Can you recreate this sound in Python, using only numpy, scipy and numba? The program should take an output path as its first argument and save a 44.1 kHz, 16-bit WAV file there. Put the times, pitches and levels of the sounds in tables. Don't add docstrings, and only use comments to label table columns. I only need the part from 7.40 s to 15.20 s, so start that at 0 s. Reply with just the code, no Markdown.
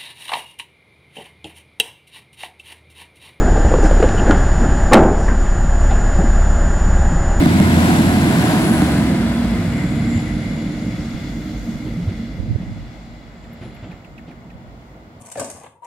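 import sys
import numpy as np
from scipy import signal
from scipy.fft import rfft, irfft, next_fast_len
from scipy.io import wavfile
from scipy.ndimage import uniform_filter1d, map_coordinates
from numba import njit

SR = 44100
rng = np.random.default_rng(int(sys.argv[2]) if len(sys.argv) > 2 else 0)


def unload_audio(sound):
    columns = np.transpose(np.atleast_2d(sound))
    steps = np.round(np.clip(columns, -1, 1) * 32767)
    wavfile.write(sys.argv[1], SR, steps.astype(np.int16))


N = 343967
TIME_S = np.arange(N) / SR

# time_s, firing_hz
ENGINE_SPEED = [(0, 85), (.75, 85.87), (1.35, 78.97), (1.8, 64.8), (2.3, 51.94), (2.6, 48.98), (3.5, 50.84),
                (7.8, 52.87)]
CYLINDERS_DB = [0.5, -6, 5]
# centre_hz, width_hz, gain_db
PIPE_MODES = [(180.3, 43, 0.5), (278.4, 72, -1), (322.4, 48, -2)]

# freq_hz, density_db
BOOM_COLOUR = [(80, -46), (120, -2), (160, 1), (210, 5), (260, 2.5), (340, -3), (385, -18), (500, -31),
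               (700, -63)]
BAY_COLOUR = [(180, -39), (300, -22), (331, -1.5), (461, -14.5), (652, -9.5), (1000, -14), (1200, -17),
              (1570, -12.5), (2290, -19.5), (4080, -24.5), (6280, -32), (8040, -27.5), (9180, -38),
              (10800, -33), (15600, -39)]
RUMBLE_COLOUR = [(15, -42), (25, -37), (43, -10), (71, -9), (102, -3), (130, -2.5), (172, 0), (201, -1.5),
                 (225, -3.5), (259, -5.5), (305, -7.5), (393, -23), (520, -20), (680, -27), (1140, -120)]
WHEEL_COLOUR = [(220, -40), (380, -5), (686, -5), (1060, -9), (2100, -8), (3050, -13.5), (3400, -11),
                (6940, -22), (9190, -33.5), (13300, -35.5), (15600, -41)]
BREEZE_COLOUR = [(20, -32), (50, -2), (120, 6), (250, -18), (500, -28)]
FIELD_COLOUR = [(15, -47), (25, -33), (43, -10), (75, -1.5), (156, -12), (240, -38), (267, -8.5),
                (470, -14.5), (668, -11), (1240, -21), (7330, -43.5), (9340, -48), (15600, -46)]
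# centre_hz, width_hz, lift_db
BAY_RINGS = [(690, 180, 3), (736, 34, 3), (990, 170, 4), (1530, 110, 1), (4170, 360, 2), (7830, 190, 4),
             (10060, 1500, 8), (13700, 1200, 3)]
WHEEL_RINGS = [(675, 230, 6), (1392.5, 410, 5.5), (2083.5, 350, 7.5), (2868, 145, 6), (3427, 190, 7),
               (4127, 490, 4.5), (4765, 330, 7), (5430, 130, 7.5), (7500, 1200, 2.5), (8200, 300, 9),
               (10050, 730, 7.5), (11900, 400, 7), (13400, 1320, 8.5)]

# peak_s, peak_db, rise_s_per_10db, fall_s_per_10db
FIRING_SURGES = [(.4, -16, 0.5, 0.14), (.75, -18, 0.21, 0.13), (1.5, -22.5, 0.22, 0.45),
                 (2.05, -24, 0.24, 0.13)]
TURBO_SWELLS = [(.65, -39, 0.9, 1.004), (1.32, -32.5, 0.38, .2)]
BOGIE_SWELLS = [(0, -35, .5, 0.55)]
FLANGE_SWELLS = [(2.4, -50, 0.31, .8), (2.77, -44.5, 0.13, 0.07), (3.2, -54, 1.5, 0.65),
                 (4.3, -60, 3.5, .17), (6.3, -69.5, 3.5, 0.96)]
HISS_SWELLS = [(2.1, -65, .2, 2.5), (2.8, -55, .5, .8), (4.7, -66, 1.6, .3), (6.26, -63, .06, .07)]
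GUSTS = [(.5, -36.5, 2.5, 1.9), (4.2, -39.5, .4, 1.9), (5.1, -27.5, 0.24, 0.24), (7.1, -46.5, 0.23, 0.36)]
# time_s, pitch_hz
TURBO_PITCH = [(0, 10900), (.6, 11000), (.95, 10900), (1.3, 10400), (1.75, 9100)]
FLANGE_PITCH = [(2.2, 7370), (4.3, 6550), (4.6, 6870), (5.5, 7200), (7.8, 7350)]
# time_s, pitch_hz, level_db
LOW_HUM = [(1.2, 239.8, -26), (2.6, 231.2, -23.5), (3.8, 229.5, -38.5), (5.1, 232, -37),
           (7.8, 237.1, -42.5)]
HIGH_HUM = [(2.3, 297.5, -33.5), (3, 300.8, -34), (4.5, 307.3, -37.5)]

# centre_s, lift_db, half_length_s
ROUGH_TRACK = [(0, 2.5, 0.36), (4.8, 1, 0.27), (6.357, 4.5, 0.28), (7.197, 1, 0.23)]
# time_s, loss_at_7khz_db
TREBLE_LOSS = [(0, 5), (2, 6), (4.3, -3.5), (4.8, -1), (5.7, 3), (6.3, 11), (7.8, 11)]
# time_s, gain_db, thud_hz, clatter_db, shudder_db
JOINTS = [(1.699, -22, 228, -20, 4), (2.14, -10.5, 201, -23, -3), (2.599, -14, 178, -29, -1),
          (2.759, -7, 96.9, -20, 3), (3.619, -20, 228, -46, 10), (4.289, -18.5, 191.7, -18, 7),
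          (4.459, -17, 125.4, -16, 14), (4.579, -14, 169, -28, 10), (4.619, -14, 171, -21, -2),
          (4.678, -7, 98, -23.5, 1), (5.206, -13.5, 184, -21, 3), (6.215, -27.5, 102, -4.5, 16),
          (6.25, -25.5, 112.5, -22, 14), (6.429, -24, 106.8, -10.5, 17.5), (6.499, -25.5, 177, -10.5, 4.5),
          (6.87, -39.5, 161, 4, 28.5)]
# centre_s, gain_db, half_length_s
PUFFS = [(0.048, -15.5, .02), (3.75, -19, 0.017), (4.35, -30, 0.038), (5.002, -10, .012),
         (5.033, -16, 0.012), (5.11, -8, 0.012), (5.16, -3.5, 0.008), (5.42, -28, .03), (6.541, -32, 0.018),
         (7.157, -27, 0.013)]
# start_s, gain_db
CHIPS = [(6.0372, -43), (6.2136, -46), (6.364, -44), (6.5131, -40), (6.6445, -41), (6.778, -39.5),
         (6.9077, -44), (7.0996, -43)]
TICKS = [(6.127, -39), (6.3425, -42)]

# freq_hz, correlation
NEAR_ALIKE = [(60, 1), (290, 0.97), (640, 0.86), (1410, 0.81), (3100, 0.067), (6820, 0.14), (15000, 0.092)]
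FAR_ALIKE = [(60, 1), (130, 1), (290, 0.5), (640, 1), (1410, 0.36), (3100, 0.45), (6820, 0.15),
             (15000, 0.15)]
FIELD_ALIKE = [(60, 1), (130, 0.95), (290, 0.91), (640, 0.77), (1410, -0.63), (3100, -0.33), (6820, -0.34),
               (15000, 0.037)]
# freq_hz, left_minus_right_db
PORT_BALANCE = [(60, -1.5), (200, -1), (380, -1.5), (700, 0.5), (1290, -1.5), (2400, 2.5), (4400, 1.5),
                (7200, 10), (9000, 0.5), (11000, 0), (15000, 1)]

TRACK_M, SPEED_M_S, TAIL_PASSES_S = 8.76, 9.72, 1.576


def engine(drop_db):
    idle_hz, run_hz, throb_hz = 56, 78.4, 6
    firing_hz, = curves(ENGINE_SPEED)
    throttle = np.clip((firing_hz - idle_hz) / (run_hz - idle_hz), 0, 1)
    floor_db = -37.5 + spread_db(linger_s=3.27) + 0.45 * drop_db
    tone_db = np.maximum(swells_db(FIRING_SURGES), floor_db) + 2 * (1 - throttle) * walk(rate_hz=16)
    bark_db = -29.5 + 11 * throttle + spread_db() + drop_db
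    cycles = np.cumsum(firing_hz * (1 + 0.0043 * walk(rate_hz=15))) / SR
    firing = cycles.astype(int)
    scatter_db = 7.1 * rng.standard_normal(N // 100)[firing]
    blow_db = np.take(CYLINDERS_DB, firing % len(CYLINDERS_DB)) + scatter_db
    blows = undb(blow_db) * np.exp(-(cycles % 1) / 0.074)
    pipe = 0
    for k, (hz, width_hz, db) in enumerate(PIPE_MODES):
        centre_hz = np.full(N, float(hz))
        mode = svf(svf(blows, centre_hz, float(width_hz)), centre_hz, 2.4 * width_hz)
        pipe += (-1) ** k * undb(db) * mode
    throb = np.cos(phase_rad(throb_hz * (1 + .3 * walk(rate_hz=3))))
    tone = np.sqrt(2) * np.sin(2 * np.pi * cycles) * (1 + .65 * (1 - throttle) * throb)
    return undb(tone_db) * tone + undb(bark_db) * unit_rms(pipe), blows / np.mean(blows)


def boom():
    db = -13 - 3 * TIME_S - 47 * after(1.77)
    return undb(db) * roar(BOOM_COLOUR, NEAR_ALIKE, flicker_db=0.5, swell_db=0.37)


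def engine_bay(blows):
    gain = undb(-21 - 12 * after(1.14)) * (1 + 0.028 * (blows - 1))
    return gain * roar(BAY_COLOUR, NEAR_ALIKE, flicker_db=-0.26, swell_db=1.13, rings=BAY_RINGS)


def rail_rumble(lift_db):
    db = -19.5 + spread_db(linger_s=0.55) + lift_db
    return undb(db) * roar(RUMBLE_COLOUR, NEAR_ALIKE, flicker_db=-1.26, swell_db=-0.26)


def wheel_roar(db):
    loss_db, = curves(TREBLE_LOSS)
    return undb(db) * roar(WHEEL_COLOUR, FAR_ALIKE, flicker_db=.7, swell_db=.45,
                           loss_at_7khz_db=loss_db, rings=WHEEL_RINGS)


def rail_joints():
    out, t = np.zeros((2, N)), np.arange(SR // 4) / SR
    tail = np.minimum(t / 0.026, 1) * np.exp(-t / 0.033)
    for time_s, db, thud_hz, clatter_db, shudder_db in JOINTS:
        thud = np.sin(2 * np.pi * thud_hz * t) * (t / 0.011) * np.exp(1 - t / 0.0077)
        noise = rng.standard_normal((4, len(t)))
        shudder = undb(shudder_db) * bandpass(noise[3], 120, 340, order=3)
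        rattle = bandpass(noise[0] + 0.64 * noise[1:3], 400, 3200, order=3)
        clank = 3.7 * bandpass(noise[0], 450, 900, order=2)
        clatter = undb(clatter_db) * (rattle + clank)
        add(out, time_s - .006, undb(db) * (thud + tail * (shudder + clatter)))
    return out


def gear_hum(table, waver_db, drift):
    hz, db = curves(table)
    fade = ramp(table[0][0], 0.31) * np.clip((table[-1][0] + .1 - TIME_S) / 0.086, 0, 1)
    tone = np.sqrt(2) * np.sin(phase_rad(hz * (1 + drift * walk(rate_hz=20))))
    return fade * undb(db + waver_db * walk(rate_hz=18)) * tone


def turbocharger():
    return whistle(curves(TURBO_PITCH)[0], swells_db(TURBO_SWELLS), width_hz=1100., waver_db=.7)


def wheel_ring(wheel_db):
    open_s = 2.7
    db = wheel_db - 8.5 - 7 * np.maximum(open_s - TIME_S, 0) - 1.5 * after(open_s)
    db = np.maximum(db, swells_db(BOGIE_SWELLS))
    return whistle(2148 - 24 * TIME_S, db, width_hz=300., waver_db=3.2)


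def flange_sing():
    return whistle(curves(FLANGE_PITCH)[0], swells_db(FLANGE_SWELLS), width_hz=600., waver_db=.9)


def tail_hiss():
    return whistle(np.full(N, 10240.), swells_db(HISS_SWELLS), width_hz=1500., waver_db=.5)


def wind():
    flutter = roar(BREEZE_COLOUR, alike=[(20, 0.004), (500, 0)], flicker_db=4, swell_db=2)
    out = undb(swells_db(GUSTS)) * flutter
    for centre_s, db, half_s in PUFFS:
        t = np.arange(-int(3 * half_s * SR), int(3 * half_s * SR)) / SR
        wobble = 0.49 * np.cos(2 * np.pi * 94 * t) * bell(t, half_s)
        snap = 0.85 * bell(t, 0.078 * half_s)
        add(out[1], max(centre_s + t[0], 0), -undb(db) * (wobble + snap))
    return out


def bird():
    top_hz, low_hz, fall_s = 2550, 1800, .0015
    out, t = np.zeros((2, N)), np.arange(SR // 20) / SR
    flick_hz = low_hz + (top_hz - low_hz) / (1 + np.exp((t - .009) / fall_s))
    pan_db = np.array([[-3], [1]])
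    for (start_s, db), (detune, tail) in zip(CHIPS, rng.standard_normal((len(CHIPS), 2))):
        tone = np.sin(phase_rad((1 + .02 * detune) * flick_hz))
        rasp = .55 + .7 * uniform_filter1d(rng.standard_normal((2, len(t))), size=40) * np.sqrt(40)
        envelope = bell(t - .005, .005) + undb(-3 + 2 * tail) * bell(t - .015, .006)
        add(out, start_s, undb(db + pan_db) * rasp * envelope * tone)
    return out


def ticks():
    out, t = np.zeros((2, N)), np.arange(SR // 30) / SR
    envelope = np.minimum(t / 0.0074, 1) * np.exp(-t / 0.0078)
    for start_s, db in TICKS:
        click = bandpass(rng.standard_normal((2, len(t))), 10800, 14500, order=6)
        add(out, start_s, undb(db) * envelope * click)
    return out


def open_field():
    return undb(-45.5) * roar(FIELD_COLOUR, FIELD_ALIKE, flicker_db=.5, swell_db=.2)


def spread_db(linger_s=0):
    return -20 * np.log10(np.hypot(1, SPEED_M_S * after(TAIL_PASSES_S + linger_s) / TRACK_M))


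def lead_left(train):
    delay_s = 0.00024 * (1 - ramp(start_s=0.49, length_s=2.15))
    right = map_coordinates(train[1], [np.arange(N) - delay_s * SR], order=3, mode="nearest")
    return np.array([train[0], right])


def roar(colour, alike, flicker_db, swell_db, loss_at_7khz_db=0, rings=()):
    size = next_fast_len(N)
    hz = np.maximum(np.arange(size // 2 + 1) * SR / size, 1)
    db = along(colour, hz) + sum(lift * bell(hz - centre, width / 2) for centre, width, lift in rings)
    likeness = np.clip(along(alike, hz), -1, 1)
    mid, side = rfft(rng.standard_normal((2, size)))
    pair = undb(db) * (np.sqrt(1 + likeness) * mid + np.sqrt(1 - likeness) * np.array([side, -side]))
    pair *= size / np.linalg.norm(pair)
    out, swell = 0, walk(rate_hz=5.1)
    for band_hz in 31.25 * 2 ** np.arange(10):
        if colour[0][0] / 2 < band_hz < colour[-1][0] * 2:
            share = np.cos(np.pi / 2 * np.clip(np.log2(hz / band_hz), -1, 1)) ** 2
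            gain_db = swell_db * swell + flicker_db * walk(rate_hz=12) - loss_at_7khz_db * band_hz / 7000
            out += undb(gain_db) * irfft(pair * share, size)[:, :N]
    return out


def whistle(hz, db, width_hz, waver_db):
    hz = hz * (1 + .006 * walk(rate_hz=8))
    band = np.array([svf(svf(rng.standard_normal(N), hz, width_hz), hz, width_hz) for _ in "LR"])
    return unit_rms(band) * undb(db + waver_db * walk(rate_hz=14))


@njit
def svf(x, hz, width_hz):
    y, band_state, low_state = np.empty(len(x)), 0., 0.
    for i in range(len(x)):
        g, damping = np.tan(np.pi * hz[i] / SR), width_hz / hz[i]
        band = (band_state + g * (x[i] - low_state)) / (1 + g * (g + damping))
        band_state, low_state = 2 * band - band_state, low_state + 2 * g * band
        y[i] = damping * band
    return y


def bandpass(x, low_hz, high_hz, order):
    return signal.sosfilt(signal.butter(order, [low_hz, high_hz], "bandpass", fs=SR, output="sos"), x)


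def walk(rate_hz):
    hold = int(SR / rate_hz)
    steps = np.repeat(rng.standard_normal(N // hold + 1), hold)
    return np.sqrt(2) * uniform_filter1d(uniform_filter1d(steps, hold), hold)[:N]


def swells_db(table):
    return np.max([db - 10 * np.maximum((peak_s - TIME_S) / rise, (TIME_S - peak_s) / fall)
                   for peak_s, db, rise, fall in table], axis=0)


def curves(table):
    time_s, *columns = np.transpose(table)
    return [np.interp(TIME_S, time_s, column) for column in columns]


def along(table, hz):
    freq_hz, values = np.transpose(table)
    return np.interp(np.log(hz), np.log(freq_hz), values)


def add(out, start_s, sound):
    start = int(start_s * SR)
    count = min(sound.shape[-1], N - start)
    out[..., start:start + count] += sound[..., :count]


def after(start_s):
    return np.maximum(TIME_S - start_s, 0)


def ramp(start_s, length_s):
    return np.clip(after(start_s) / length_s, 0, 1)


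def bell(x, half_width):
    return np.exp(-(x / half_width) ** 2)


def phase_rad(hz):
    return 2 * np.pi * np.cumsum(hz) / SR


def undb(db):
    return 10 ** (np.asarray(db) / 20)


def unit_rms(x):
    return x / np.sqrt(np.mean(x ** 2))


def scene():
    drop_db = -10 * ramp(start_s=5.22, length_s=0.37)
    rough_db = sum(db * bell(TIME_S - centre_s, half_s) for centre_s, db, half_s in ROUGH_TRACK)
    grass_loss_db = 1.09 * after(TAIL_PASSES_S)
    wheel_db = -29.5 + spread_db() - grass_loss_db + rough_db
    exhaust, blows = engine(drop_db)
    train = exhaust + rail_rumble(drop_db + 0.46 * rough_db) + boom() + engine_bay(blows)
    train += wheel_roar(wheel_db)
    field = open_field()
    hums = gear_hum(LOW_HUM, waver_db=3.5, drift=0.01219) + gear_hum(HIGH_HUM, waver_db=2, drift=0.00435)
    train += undb(drop_db) * hums
    train += turbocharger() + flange_sing() + wheel_ring(wheel_db) + tail_hiss() + rail_joints()
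    return lead_left(train) + field + wind() + bird() + ticks()


def record(dry):
    ceiling, top_hz = 0.8, 15740
    size = next_fast_len(N)
    half_db = along(PORT_BALANCE, np.maximum(np.arange(size // 2 + 1) * SR / size, 1)) / 2
    ports = irfft(rfft(dry, size) * undb([half_db, -half_db]), size)[:, :N]
    rounded = ceiling * np.tanh(ports / ceiling)
    return signal.sosfilt(signal.ellip(14, .2, 60, top_hz, fs=SR, output="sos"), rounded)


dry = scene()
out = record(dry)
unload_audio(out)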